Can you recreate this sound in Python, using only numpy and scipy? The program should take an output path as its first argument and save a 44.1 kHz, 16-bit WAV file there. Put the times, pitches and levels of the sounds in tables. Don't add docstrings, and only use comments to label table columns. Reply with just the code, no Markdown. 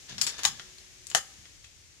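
import sys
import numpy as np
from scipy import signal
from scipy.fft import rfft, irfft
from scipy.io import wavfile
from scipy.ndimage import uniform_filter1d

SR = 44100
rng = np.random.default_rng(int(sys.argv[2]) if len(sys.argv) > 2 else 0)


def master(y):
    cut = np.clip(np.atleast_2d(y).T, -1, 1)
    pcm = np.round(cut * 32767)
    wavfile.write(sys.argv[1], SR, pcm.astype(np.int16))


N = 88200
TIME = np.arange(N) / SR
HZ = np.maximum(np.fft.rfftfreq(2 * N, 1 / SR), 1)
SIDES = np.array([[1], [-1]])

# start_s, level_db (before the part's gain), bass_db, treble_db, decay_ms, ring_hz
CLICK_CONTACTS = [(.0945, -25, -2, -24, 1.9, 6430), (.1805, -14.5, 1, -31, 5.6, 5450),
                  (.2132, -5, -34, 4.5, 2.2, 5120), (.2172, -12.5, 0, 8, 5.2, 7440),
                  (.2662, -9.5, -3, 1, 2.6, 7700), (.2712, -10.5, -3, -2, 13, 5450),
                  (.3815, -28, 8, 4.5, 6.5, 6440), (.391, -27, 16.5, 0.5, 3.7, 10700),
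                  (.4338, -12.5, -4.5, 2, 0.85, 6700), (.4422, -18, 9, -1, 1.3, 1670),
                  (.7824, -30.5, -5, -16, 3, 4280), (1.069, -29, -10, 9.5, 0.98, 8400),
                  (1.1003, -26.5, -3, 7, 2.1, 7220), (1.1138, -25.5, 9.5, -3, 2.3, 2920)]
STOP_CONTACTS = [(.4501, -14.5, 2.5, -5, 1.08, 5370), (.4516, -6.5, 0, 0, 1.42, 6680),
                 (.4562, -19.5, -10, -6, 1, 6800)]
SNAP_CONTACTS = [(1.1486, 0, 0.5, -3, 1.48, 740)]
TAP_CONTACTS = [(.5958, -23, -1.5, -5, 2, 1380), (1.4545, -35.5, 0.5, -29, 1.3, 2220),
                (1.6425, -34.5, -7, 7, 3.5, 2590)]

# frequency_hz, level_db (relative)
CLICK_SPECTRUM = [(250, -16.5), (650, -13), (1300, -5.5), (3000, -1.5), (5300, -1.5), (7800, -4.5),
                  (9000, -11.5), (11500, -16), (15500, -27.5)]
STOP_SPECTRUM = [(180, -15.5), (550, -26), (780, -2.5), (1150, -7), (1500, -5), (2600, 0), (4000, -0.5),
                 (6700, -3.5), (8300, -8), (12000, -16.5), (15500, -24)]
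SNAP_SPECTRUM = [(170, -15), (290, -24.5), (470, -11.5), (640, -4), (820, 0.5), (1000, -11.5), (1250, -3),
                 (1850, 1.5), (2550, -10), (3100, -3.5), (5500, -3.5), (7000, -0.5), (8200, -6.5),
                 (12000, -13.5), (15500, -28)]
TAP_SPECTRUM = [(300, -8.5), (950, -8.5), (1350, -4), (2400, -4.5), (4500, -2), (7000, -6), (15000, -38)]

# frequency_hz, level_db (above the broad spectrum), t60_s
CLICK_RESONANCES = [(4590, 8, 0.04), (6900, 9.5, 0.023), (10980, 12, 0.025)]
STOP_RESONANCES = [(855, 4, 0.076), (1216, 5.3, 0.016), (1790, 9.7, 0.077), (3756, 5, 0.013),
                   (5240, 2.2, 0.03), (6840, 2.6, 0.032)]
SNAP_RESONANCES = [(666, 2.8, 0.052), (1210, 3.7, 0.024), (1290, 2.3, 0.056), (1730, 0.92, 0.027),
                   (1808, 4.2, 0.047), (2990, 8.4, 0.014), (4230, 3.5, 0.16), (5500, 3.6, 0.033),
                   (6450, 7.7, 0.006)]
TAP_RESONANCES = [(1890, 9.4, 0.01), (3280, 9, 0.0093)]
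SLIDE_RESONANCES = [(1710, 12, 0.02), (3563, 8.2, 0.031)]

# time_s, level_db (before roughness, pan and resonance)
SLIDE_LEVEL = [(.085, -52), (.1, -46), (.17, -54.5), (.3, -44.5), (.36, -49.5), (.46, -44), (.62, -61),
               (.72, -61)]
# frequency_hz, level_db (relative)
SLIDE_SPECTRUM = [(200, -2), (700, -2), (1700, -3), (2600, 2.5), (3600, 6), (6500, 2), (9000, -35),
                  (15000, -64)]

# start_s, level_db, decay_s
REST_BUMPS = [(0.098, -44.5, 0.085), (.235, -57, 0.029), (0.454, -49, 0.09), (1.379, -50.5, 0.027),
              (1.618, -59, 0.022)]
# frequency_hz, level_db (relative)
BUMP_SPECTRUM = [(25, -11.5), (65, -3), (150, -2.5), (230, -5.5), (350, -40), (4000, -82)]

# frequency_hz, gain_db
ECHO_COLOUR = [(150, 6.5), (700, 1), (2500, 0), (15000, 3.5)]
# frequency_hz, left_minus_right_db
RIFLE_PAN = [(700, 0), (1100, -6.5), (2200, 5.5), (5000, 9.5), (8000, 12.5), (13000, 9.5)]
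# frequency_hz, correlation (limited to 0.98 either way)
RIFLE_LIKENESS = [(700, 0.88), (1500, 0.59), (3000, -0.23), (12000, -0.046)]

# frequency_hz, level_db (relative)
HISS_SPECTRUM = [(100, -17), (300, -4), (520, -8.5), (950, -12), (1400, -10), (2000, -3.5), (4300, -3.5),
                 (6620, 0.5), (8500, -9.5), (12700, -19), (16000, -34)]
# time_s, level_db (before pan)
HISS_LEVEL = [(0, -51.5), (.7, -52.5), (1.0, -54), (1.4, -53.5), (1.7, -57), (2, -57.5)]
# frequency_hz, level_db (relative)
RUMBLE_SPECTRUM = [(20, -39), (42, 3), (75, 2), (150, -6), (260, -25), (700, -40), (3000, -80)]
# time_s, level_db (peak)
HUM_LEVEL = [(.6, -65), (.72, -68), (1.06, -70.5), (1.15, -65)]
# frequency_hz, correlation
OUTDOOR_LIKENESS = [(50, 0), (160, 0.77), (600, 0.45), (2000, 0)]

BASS_HZ, TREBLE_HZ = 1670, 7600
RING_Q = 27
PORCH_T60_S, PORCH_DB, PORCH_BUILD_S = 0.088, -2.5, 0.003
WALL_DELAY_S, WALL_DB, WALL_DECAY_S = 0.017, -10, 0.02
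YARD_T60_S, YARD_DB, YARD_LOW_CUT_HZ = 0.66, -24, 430
PORCH_PAN_SHARE = 0.51
HUM_HZ, RUMBLE_DB = 369, -62.5
CUTOFF_HZ = 16700


def bolt_clicks():
    return strikes(CLICK_CONTACTS, CLICK_SPECTRUM, CLICK_RESONANCES,
                   attack_s=0.00046, ring_db=8.5, gain_db=1.0)


def stop_clack():
    return strikes(STOP_CONTACTS, STOP_SPECTRUM, STOP_RESONANCES,
                   attack_s=0.00054, ring_db=10.5, gain_db=7.5)


def action_snap():
    return strikes(SNAP_CONTACTS, SNAP_SPECTRUM, SNAP_RESONANCES,
                   attack_s=0.000163, ring_db=-0.5, gain_db=5.5)


def stock_taps():
    return strikes(TAP_CONTACTS, TAP_SPECTRUM, TAP_RESONANCES,
                   attack_s=0.0012, ring_db=11, gain_db=5)


def strikes(contacts, spectrum, modes, attack_s, ring_db, gain_db):
    force = np.zeros((2, 2 * N))
    low_pass = signal.butter(1, BASS_HZ, fs=SR)
    high_pass = signal.butter(1, TREBLE_HZ, "high", fs=SR)
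    for start_s, level_db, bass_db, treble_db, decay_ms, ring_hz in contacts:
        hit = crack(attack_s, decay_ms / 1000)
        hit = hit + (from_db(bass_db) - 1) * signal.lfilter(*low_pass, hit)
        hit = hit + (from_db(treble_db) - 1) * signal.lfilter(*high_pass, hit)
        ring = signal.lfilter(*signal.iirpeak(ring_hz, RING_Q, fs=SR), hit)
        hit = hit + from_db(ring_db) * ring
        start = int(start_s * SR)
        force[:, start:start + hit.shape[1]] += from_db(level_db + gain_db) * hit
    low_cut_db = 10 * np.log10(1 + (120 / HZ) ** 6)
    body_db = at_hz(spectrum) + resonances(modes) - low_cut_db
    mean_power_db = 10 * np.log10(np.mean(from_db(body_db) ** 2))
    return colour(force[:, :N], body_db - mean_power_db)


def crack(attack_s, decay_s, size=2048):
    shape = swell(0, attack_s, decay_s)[:size]
    burst = rng.standard_normal((2, size)) * shape
    for _ in range(4):
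        spectrum = rfft(burst)
        burst = irfft(spectrum / (abs(spectrum) + 1e-12))
        local_power = np.abs(uniform_filter1d(burst ** 2, size=40))
        burst *= shape / np.sqrt(local_power + 1e-12)
    return unit(burst)


def slide(rough_db=3.0, catches_per_s=350, pan_db=4):
    catches = np.interp(TIME * catches_per_s, np.arange(N), rng.standard_normal(N))
    level_db = np.interp(TIME, *np.transpose(SLIDE_LEVEL), left=-np.inf, right=-np.inf)
    gain = from_db(level_db + rough_db * catches + SIDES * pan_db / 2)
    rub = noise(SLIDE_SPECTRUM, RIFLE_LIKENESS) * gain
    return colour(rub, resonances(SLIDE_RESONANCES))


def bumps(attack_s=0.015):
    envelope = sum(from_db(db) * swell(start_s, attack_s, decay_s)
                   for start_s, db, decay_s in REST_BUMPS)
    return noise(BUMP_SPECTRUM, OUTDOOR_LIKENESS) * envelope


def porch(rifle):
    near = from_db(PORCH_DB) * unit(swell(0.00043, PORCH_BUILD_S, PORCH_T60_S / np.log(1000)))
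    wall = from_db(WALL_DB) * unit(swell(WALL_DELAY_S, 1 / SR, WALL_DECAY_S))
    yard = from_db(YARD_DB) * unit(swell(WALL_DELAY_S, WALL_DELAY_S, YARD_T60_S / np.log(1000)))
    close_noise, far_noise = rng.standard_normal((2, 2, N))
    far_noise = signal.lfilter(*signal.butter(1, YARD_LOW_CUT_HZ, "high", fs=SR), far_noise)
    tail = close_noise * np.hypot(near, wall) + far_noise * yard
    echoes = even(stereo(tail, RIFLE_LIKENESS))
    reverberation = signal.fftconvolve(rifle[None], echoes, axes=1)[:, :N]
    pan_db = PORCH_PAN_SHARE * SIDES * at_hz(RIFLE_PAN) / 2
    return colour(reverberation, at_hz(ECHO_COLOUR) + pan_db)


def outdoors(pan_db=4.0):
    hiss_db = np.interp(TIME, *np.transpose(HISS_LEVEL)) + SIDES * pan_db / 2
    hiss = noise(HISS_SPECTRUM, OUTDOOR_LIKENESS) * from_db(hiss_db)
    hum_db = np.interp(TIME, *np.transpose(HUM_LEVEL), left=-np.inf, right=-np.inf)
    hum = np.sin(2 * np.pi * HUM_HZ * TIME) * from_db(hum_db)
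    rumble = from_db(RUMBLE_DB) * noise(RUMBLE_SPECTRUM, OUTDOOR_LIKENESS)
    return hiss + hum + rumble


def resonances(modes):
    power = 1
    for mode_hz, level_db, t60_s in modes:
        detuning = (HZ - mode_hz) * 2 * np.pi * t60_s / np.log(1000)
        power = power + from_db(level_db) ** 2 / (1 + detuning ** 2)
    return 10 * np.log10(power)


def swell(start_s, attack_s, decay_s):
    t = np.maximum(TIME - start_s, 0)
    return (1 - np.exp(-t / attack_s)) * np.exp(-t / decay_s)


def noise(spectrum, likeness):
    pair = stereo(rng.standard_normal((2, N)), likeness)
    return unit(colour(pair, at_hz(spectrum))) * np.sqrt(N)


def stereo(pair, likeness):
    alike = np.clip(at_hz(likeness), -.98, .98)
    middle = colour(pair[0], 10 * np.log10(1 + alike))
    side = colour(pair[1], 10 * np.log10(1 - alike))
    return middle + SIDES * side


def colour(x, gain_db):
    cepstrum = irfft(gain_db * np.log(10) / 20 + 0j)
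    cepstrum[..., 1:N] *= 2
    cepstrum[..., N + 1:] = 0
    return irfft(rfft(x, 2 * N) * np.exp(rfft(cepstrum)))[..., :N]


def even(x, width_hz=120):
    size = max(int(width_hz / HZ[2] * 2), 3)
    power = uniform_filter1d(abs(rfft(x, 2 * N)) ** 2, size=size, axis=-1)
    return colour(x, -10 * np.log10(power / power.mean() + 1e-9))


def at_hz(points):
    hz, value = np.transpose(points)
    return np.interp(np.log(HZ), np.log(hz), value)


def unit(x):
    return x / np.sqrt(np.mean(np.sum(x ** 2, axis=-1)) + 1e-20)


def from_db(db):
    return 10 ** (np.asarray(db) / 20)


def scene():
    rifle = bolt_clicks() + stop_clack() + action_snap() + stock_taps()
    direct = colour(stereo(rifle, RIFLE_LIKENESS), SIDES * at_hz(RIFLE_PAN) / 2)
    return direct + slide() + bumps() + porch(rifle[0]) + outdoors()


def record(dry):
    low_pass = signal.cheby2(16, 60, CUTOFF_HZ, fs=SR, output="sos")
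    return signal.sosfilt(low_pass, np.clip(dry, -1, 1))


dry = scene()
out = record(dry)
master(out)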